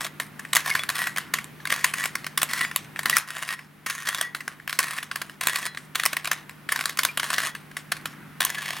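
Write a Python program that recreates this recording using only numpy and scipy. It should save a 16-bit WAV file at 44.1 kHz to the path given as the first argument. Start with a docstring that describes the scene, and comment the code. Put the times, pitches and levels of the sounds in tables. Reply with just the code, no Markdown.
"""Twisty puzzle in two hands

Two hands turn the layers of a plastic puzzle in quick runs, close to a microphone in a small room.
Clacks are bursts of tiny contacts coloured by hollow plastic; scraping and settling are showers of ticks.
Springs in the core sing with the turns; short squeaks and pings are dying sines. Grip changes are shaped noise.
Noise also makes the early echoes, the room tail and a faint hiss, which lies under everything with a hum."""
import sys
import numpy as np
from scipy import signal
from scipy.fft import rfft, irfft
from scipy.io import wavfile
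from scipy.ndimage import uniform_filter1d

SR = 44100
rng = np.random.default_rng(int(sys.argv[2]) if len(sys.argv) > 2 else 0)


def unload_wav(signal):
    """Save mono or channel-first audio to the path in sys.argv[1] as 16-bit WAV at rate SR, clipped to [-1, 1]."""
    wavfile.write(
        sys.argv[1],
        SR,
        np.round(np.clip(np.atleast_2d(signal).T, -1, 1) * 32767).astype(np.int16),
    )


N = 388080
SIZE = 2048  # samples in one short burst
HZ = np.fft.rfftfreq(SIZE, 1 / SR)
TIME = np.arange(N) / SR

# clacks of the pieces: time_s (near the first touch), level_db (reference for the parts of the clack),
# hardness_db (treble relative to that level)
CLACK_ROWS = [(0.1996, -13, -12.5), (0.395, -22.5, -10.5), (0.4504, -22, -22), (0.5315, -9, -8),
              (0.5515, -15, 0), (0.557, -11, -3.5), (0.5666, -4, -8.5), (0.6597, -21.5, -11),
              (0.6727, -26, -7.5), (0.752, -7, -15.5), (0.793, -15.5, -15), (0.8347, -17.5, -11.5),
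              (0.8903, -11.5, -10), (0.9, -15, -8), (0.9546, -19, -8), (1.0705, -13, -13),
              (1.1621, -18, -12.5), (1.1723, -16, -11), (1.1823, -13, -9), (1.3383, -8.5, -8),
              (1.3865, -15.5, -16.5), (1.443, -32.5, 0), (1.6028, -31, -24), (1.6538, -15.5, -15),
              (1.6721, -17.5, -10.5), (1.703, -11, -13.5), (1.7235, -8.5, -11.5), (1.8436, -3.5, -9),
              (1.938, -13.5, -9.5), (2.0392, -13, -12), (2.056, -14.5, -7.5), (2.154, -12.5, -10.5),
              (2.244, -22.5, -13.5), (2.2662, -17, -10.5), (2.3763, -10.5, -4), (2.4171, -12, -7.5),
              (2.4306, -10.5, -1.5), (2.5335, -13.5, -8), (2.6117, -15, -14), (2.6486, -13.5, -24),
              (2.7135, -19.5, -17), (2.7612, -12, -1), (2.9602, -20.5, -24.5), (2.9916, -13.5, -12),
              (3.032, -24.5, -6.5), (3.057, -7.5, -13), (3.0973, -10.5, -3), (3.1675, -5.5, -4.5),
              (3.1834, -21.5, 4.5), (3.4313, -21, -11), (3.5359, -22.5, -14), (3.5914, -26, -21),
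              (3.863, -17, -8.5), (3.898, -15.5, -9), (4.0884, -14.5, -6), (4.2116, -12.5, -5.5),
              (4.3485, -15.5, -14.5), (4.4061, -21, -17), (4.4788, -15.5, -13), (4.599, -29, -26),
              (4.6768, -17, -14), (4.695, -17.5, -10.5), (4.7277, -15.5, -13), (4.79, -7.5, -4),
              (4.802, -17, -7.5), (4.9847, -15.5, -18), (5.0292, -20.5, -10), (5.1136, -15.5, -16),
              (5.1584, -16, -8.5), (5.217, -16.5, -10), (5.2965, -26.5, -16), (5.4106, -15.5, -7.5),
              (5.4362, -22, -4.5), (5.4713, -9, -4), (5.5578, -11.5, -9), (5.665, -21, -5),
              (5.7479, -26, -18), (5.7733, -18.5, -17.5), (5.9493, -23, -13.5), (5.9555, -10.5, -9.5),
              (5.998, -10.5, -15), (6.0349, -12.5, -11.5), (6.054, -14, -2), (6.0604, -8.5, -3.5),
              (6.1308, -14.5, -10), (6.1678, -10.5, -13), (6.246, -20, -8), (6.2548, -16.5, -11.5),
              (6.2734, -16, -9.5), (6.3148, -8.5, -9), (6.3305, -19.5, -6.5), (6.4943, -26.5, -12.5),
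              (6.69, -13, -20), (6.7218, -9, -8), (6.7606, -13.5, -10.5), (6.7913, -16, -14.5),
              (6.8094, -15.5, -11.5), (6.8566, -12.5, -5), (6.894, -18, -8.5), (6.9728, -22, -4.5),
              (6.99, -7, -8), (7.0335, -14, -5.5), (7.0501, -8, -6), (7.1743, -11.5, -8.5),
              (7.1971, -12.5, -10), (7.231, -14, -14.5), (7.3825, -8.5, -13.5), (7.5507, -20.5, -15),
              (7.714, -32.5, -15), (7.7684, -17, -12), (7.9196, -10, -9.5), (8.0568, -16, -11),
              (8.4052, -9, -8), (8.4499, -16.5, 4.5), (8.5016, -18.5, -6)]


def amp(db):
    """Turns decibels into a gain."""
    return 10 ** (np.asarray(db) / 20)


def evened(x):
    """Scales a sound to an rms (average strength) of 1."""
    return x / np.sqrt(np.mean(x ** 2) + 1e-20)


def read(points, hz):
    """Reads a curve between its points on a log-frequency axis."""
    point_hz, value = np.transpose(points)
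    return np.interp(np.log(hz + 1), np.log(point_hz), value)


def add(mix, start_s, sound):
    """Mixes a sound in from the given time."""
    part = mix[max(round(start_s * SR), 0):][:len(sound)]
    part += sound[:len(part)]


def wobble(size, span):
    """Makes a smooth random curve of rms 1 that changes over about span steps."""
    noise = rng.standard_normal(size)
    smoother = signal.windows.hann(2 * int(span) + 1)
    return evened(signal.fftconvolve(noise, smoother, "same"))


def ring(colour_db):
    """Turns a colour into the ringing after one sharp tap: nothing sounds before the tap."""
    both_halves_db = np.r_[colour_db, colour_db[-2:0:-1]]
    log_gain = np.log(amp(both_halves_db))
    return np.fft.ifft(np.exp(np.conj(signal.hilbert(log_gain)))).real


def ripple(fine_db=2, broad_db=2, fine_hz=260, broad_hz=1200):
    """Gives a piece its own random resonances, both fine and broad."""
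    fine = fine_db * wobble(len(HZ), fine_hz / HZ[1])
    broad = broad_db * wobble(len(HZ), broad_hz / HZ[1])
    return fine + broad


def piece():
    """Colours one hollow plastic piece: a shared colour plus resonances of its own."""
    # shared colour of the hollow pieces: pitch_hz, level_db
    shell_curve = [(40, -32), (200, -20), (480, -21), (710, -11.5), (870, -16), (1080, 2), (1280, -4.5),
                   (1850, 1), (2700, -7.5), (7000, -15), (9900, -12.5), (15500, -21)]
    return read(shell_curve, HZ) + ripple()


def mode(hz, t60_s, rise_s=0.00087):
    """Vibrates as one sine that falls by 60 dB in t60_s after a very short rise."""
    t = TIME[:SR]
    fall = np.exp(-np.log(1000) * t / t60_s)
    return np.sin(2 * np.pi * hz * t) * fall * np.minimum(t / rise_s, 1)


def clack(time_s, level_db, hardness_db, contacts_per_s=9000, trail=1.0, firmness=1.56, lead=.55, swell=1.41):
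    """Lets loose pieces touch, hit home and rattle out within a few milliseconds."""
    # a dull tap chatters a little, a loose piece most, and a hard snap is over at once:
    # hardness_db, chatter_ms
    chatter_curve = [(-13.5, 2.1), (-8.5, 3), (-1.5, 1.25)]
    # limits of the knock, body and treble bands: edge_hz
    band_edges = [400, 1300, 4500, 16000]
    # a harder blow also knocks the core more; both levels are relative to the clack's level
    body_db, knock_db, knock_db_per_hard_db = -5, -9, 0.47

    chatter_ms = max(np.interp(hardness_db, *np.transpose(chatter_curve)), .5)
    home = SIZE // 8  # sample where the main blow lands
    ms = (np.arange(SIZE) - home) * 1000 / SR
    contacts = rng.standard_normal(SIZE) * (rng.random(SIZE) < contacts_per_s / SR)
    # the contacts swell from the first touch, then die away after the blow
    contacts *= np.exp(-abs(ms) / trail / chatter_ms)
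    contacts *= np.clip(2 * ms / (swell * chatter_ms) + 2, 0, 1)

    # a short clack is mostly one clean blow, a long one mostly chatter
    blow_share = .7 / max(chatter_ms, 1) ** abs(firmness)
    force = np.sqrt((1 - blow_share) / SIZE) * evened(contacts)
    force[home] += np.sqrt(blow_share)

    # the blow sets the strength of knock, body and treble, each as rms over 2 ms
    colour_db = piece()
    wanted_db = level_db + np.array([knock_db + knock_db_per_hard_db * hardness_db, body_db, hardness_db])
    for _ in range(3):  # each pass brings the bands nearer to the wanted strengths
        power = abs(rfft(force) * amp(colour_db)) ** 2 * 2 / SIZE / (SR / 500)
        band_power = np.histogram(HZ, band_edges, weights=power)[0]
        tilt_db = wanted_db - 10 * np.log10(band_power)
        tilt_points = list(zip([500, 1100, 1700, 7000], [tilt_db[:2].mean(), *tilt_db]))
        colour_db = colour_db + read(tilt_points, HZ)
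    start_s = time_s + lead * chatter_ms / 1000 - home / SR  # the blow lands just after time_s
    return start_s, signal.fftconvolve(force, ring(colour_db))


def clacks():
    """Adds up all the clacks of pieces hitting home."""
    out = np.zeros(N)
    for row in CLACK_ROWS:
        add(out, *clack(*row))
    return out


def rub(size, catches_per_s=1200, size_db=3.5, snags_per_s=28, snag_s=0.0025, snag_size=8,
        shift_db=3, shift_s=0.032, count=4):
    """Makes sliding faces catch in tiny ticks, heavier after each snag; load shifts from piece to piece."""
    # how rubbing differs from the colour of a piece: pitch_hz, change_db
    rub_curve = [(700, 2), (1100, -1), (3500, 1), (9000, 0.5), (14000, -1.5)]
    out = np.zeros(size)
    for _ in range(count):  # one round for each rubbing piece
        snags = (rng.random(size) < snags_per_s / SR) * 1.0
        load = 1 + snag_size * signal.lfilter([1], [1, -np.exp(-1 / (snag_s * SR))], snags)
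        ticks = rng.choice([-1, 1], size) * (rng.random(size) < catches_per_s / SR)
        uneven_db = size_db * rng.standard_normal(size) + shift_db * wobble(size, shift_s * SR)
        ticks = ticks * load * amp(uneven_db)
        out += signal.oaconvolve(ticks, ring(piece() + read(rub_curve, HZ)))[:size]
    return evened(out)


def settling(start_db=-23.5, fall_db_per_s=-220):
    """Lets each piece that has hit home rub on for a moment, quickly fading."""
    out = np.zeros(N)
    t = TIME[:SR // 8]
    for time_s, level_db, _ in CLACK_ROWS:
        grain = rub(len(t), catches_per_s=2500, size_db=3.5, snag_size=1.1, count=1)
        add(out, time_s, amp(level_db + start_db + fall_db_per_s * t) * grain)
    return out


def spring(shake, t60_s=0.22, level_db=-54):
    """Makes the spring of the turning axle sing along with the sliding; each has its own tension."""
    # ways a spring vibrates, before its own random changes: pitch_hz, level_db
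    spring_modes = [(1760, -1), (1940, 5.5), (3400, 3), (5250, -2), (6550, 6)]
    # random change of each mode: share of its pitch, and dB
    changes = rng.standard_normal((len(spring_modes), 2)) * [.015, 2.5]
    modes = np.zeros(SR)
    for (hz, db), (detune, off_db) in zip(spring_modes, changes):
        modes += amp(db + off_db) * mode(hz * (1 + detune), t60_s)
    return amp(level_db) * signal.fftconvolve(shake, modes)


def scraping(attack_s=0.0098, release_s=0.0377):
    """Rubs the faces together in each turn, which gets going, holds and runs out, and stirs a spring."""
    # turns of a layer: start_s, end_s (where the fade begins), level_db, sing_db (how freely its spring sings)
    slide_rows = [(0, 0.057, -31.5, -1), (0.638, 0.77, -30.5, 0), (0.941, 1.055, -30.5, 6),
                  (1.691, 1.865, -33, 0), (1.948, 2.037, -33, 8), (2.487, 2.634, -29.5, 0),
                  (3.072, 3.16, -32.5, -2), (3.27, 3.527, -34.5, 0), (3.86, 4.028, -35.5, 2),
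                  (4.05, 4.215, -31, 4), (4.672, 4.724, -41.5, -6), (4.788, 4.976, -33, 0),
                  (5.412, 5.657, -31.5, 4), (6.699, 6.903, -39, -14), (7.23, 7.483, -29.5, 2),
                  (8.402, 8.795, -33, -0.5)]
    out = np.zeros(N)
    for start_s, end_s, level_db, sing_db in slide_rows:
        t = TIME[:round((end_s - start_s + release_s) * SR)]
        fade_in = np.minimum(t / attack_s, 1)
        fade_out = np.minimum((t[-1] - t) / release_s, 1)
        slide = amp(level_db) * fade_in * fade_out * rub(len(t))
        add(out, start_s, slide)
        add(out, start_s, amp(sing_db) * spring(slide))
    return out


def squeaks_and_pings():
    """Plays short squeaks and pings as dying sines."""
    # squeaks and pings: time_s, pitch_hz, level_db, t60_s (time to fall by 60 dB)
    tone_rows = [(.712, 2170, -13.5, 0.056), (.795, 3430, -25, 0.1), (2.645, 7200, -37.5, 0.19),
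                 (2.644, 4845, -41, 0.21), (3.129, 1935, -13.5, 0.098), (4.214, 1933, -31, 0.41),
                 (5.625, 1790, -35, 0.32), (5.665, 4060, -41, 0.29), (7.088, 2390, -23.5, 0.068),
                 (8.573, 1704, -29, 0.24)]
    out = np.zeros(N)
    for time_s, hz, level_db, t60_s in tone_rows:
        add(out, time_s, amp(level_db) * mode(hz, t60_s))
    return out


def hands():
    """Swells and fades a soft rumble and rustle of skin, as shaped noise, with each change of grip."""
    # changes of grip: middle_s, length_s, level_db (at the height of the swell)
    grip_rows = [(1.297, 0.37, -47.5), (2.2, .25, -52), (2.83, .3, -54.5), (3.098, .22, -44.5),
                 (8.15, 0.87, -48.5)]
    # dull rumble and faint rustle of the hands: pitch_hz, level_db
    hand_curve = [(30, -12), (80, -7), (140, 6), (240, 9.5), (340, -1), (520, -25), (750, -18), (1000, -4),
                  (1400, 1), (2200, -5), (3500, -25), (9000, -47)]
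    level = np.zeros(N)
    for middle_s, length_s, level_db in grip_rows:
        add(level, middle_s - length_s / 2, amp(level_db) * np.hanning(round(length_s * SR)))
    colour = amp(read(hand_curve, np.fft.rfftfreq(N, 1 / SR)))
    noise = irfft(rfft(rng.standard_normal(N)) * colour, N)
    return level * evened(noise)


def scatter(x, level_db=-13, centre_hz=3400, octaves=1.04):
    """Scatters the upper mids off the hands, so they reach the two microphone ports out of step."""
    hz = np.fft.rfftfreq(N, 1 / SR) + 1
    upper_mids = np.exp(-.5 * (np.log2(hz / centre_hz) / octaves) ** 2)
    side = amp(level_db) * irfft(1j * rfft(x) * upper_mids, N)  # 1j shifts by a quarter cycle
    return np.array([side, -side])


def echoes(x, level_db=-17, delay_s=0.0084, width_s=0.0018, apart=0.13):
    """Throws back a cluster of early echoes from near surfaces."""
    common, side = rng.standard_normal((2, SIZE))
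    taps = np.array([common + apart * side, common - apart * side])
    taps = taps * np.exp(-abs(TIME[:SIZE] - delay_s) / width_s)
    taps = evened(taps) / np.sqrt(SIZE)
    return amp(level_db) * signal.oaconvolve(x[None], taps, axes=1)[:, :N]


def room(x, level_db=-15, apart=0.36):
    """Stores the sound energy band by band and lets it out as a diffuse tail of noise."""
    # how long the room rings: pitch_hz, t60_s (time to fall by 60 dB)
    room_curve = [(400, 0.85), (2000, 0.32), (12000, 0.078)]
    hz, frame_s, frames = signal.stft(x, SR)
    energy = uniform_filter1d(abs(frames) ** 2, size=3, axis=0)
    energy = np.pad(energy, ((0, 0), (2, 0)))[:, :-2]  # the tail starts two frames late
    keep = np.exp(-2 * np.log(1000) * frame_s[1] / read(room_curve, hz))
    stored = np.array([signal.lfilter([1 - kept], [1, -kept], band) for kept, band in zip(keep, energy)])
    common, side = signal.stft(rng.standard_normal((2, N)), SR)[2]
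    noise = np.array([common + apart * side, common - apart * side])
    tail = signal.istft(noise * np.sqrt(abs(stored)), SR)[1]
    return amp(level_db) * np.std(x) * evened(tail[:, :N])


def background(air_db=-47.5, waver_db=-0.43, dip_s=3.19, dip_db=-5.5, recover_db_per_s=1.0):
    """Mixes shaped noise for rumble and hiss with sines for mains hum; drops once and creeps back."""
    # colour of the rumble and hiss: pitch_hz, level_db (per Hz, relative)
    air_curve = [(40, -18), (90, -6), (140, -2), (260, 0), (360, -5), (520, -13), (1050, -10), (1900, -10),
                 (3000, -17), (4500, -24), (7500, -29), (10500, -24), (15000, -26)]
    # how alike left and right are: pitch_hz, likeness (0-1)
    alike_curve = [(60, 0.37), (1500, 0.68)]
    # mains hum before the drop: pitch_hz, level_db (rms)
    hum_rows = [(150, -51.5), (199.3, -58)]
    hz = np.fft.rfftfreq(N, 1 / SR)
    left, other = rfft(rng.standard_normal((2, N)))
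    alike = np.clip(read(alike_curve, hz), 0, 1)
    right = alike * left + np.sqrt(1 - alike ** 2) * other
    air = irfft(np.array([left, right]) * amp(read(air_curve, hz)), N)
    air = amp(air_db) * evened(air) * amp(waver_db * wobble(N, SR / 10))
    hum = np.zeros(N)
    for hum_hz, level_db in hum_rows:
        hum += np.sqrt(2) * amp(level_db) * np.sin(2 * np.pi * (hum_hz * TIME + rng.random()))
    drop_db = np.minimum(dip_db + recover_db_per_s * (TIME - dip_s), 0)
    return (air + hum) * amp((TIME > dip_s) * drop_db)


def scene():
    """Puts the puzzle almost straight ahead, with its echoes, the hands and the background."""
    puzzle = clacks() + settling() + scraping() + squeaks_and_pings()
    direct = puzzle * amp([[.25], [-.25]])  # left and right, dB
    return direct + scatter(puzzle) + echoes(puzzle) + room(puzzle) + hands() + background()


def record(dry):
    """Clips the sharpest peaks, then takes away everything above the top of the band."""
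    low_pass = signal.firwin(511, 16000, window=("kaiser", 9), fs=SR)  # band ends at 16000 Hz
    return signal.oaconvolve(np.clip(dry, -1, 1), low_pass[None], "same")


dry = scene()
out = record(dry)
unload_wav(out)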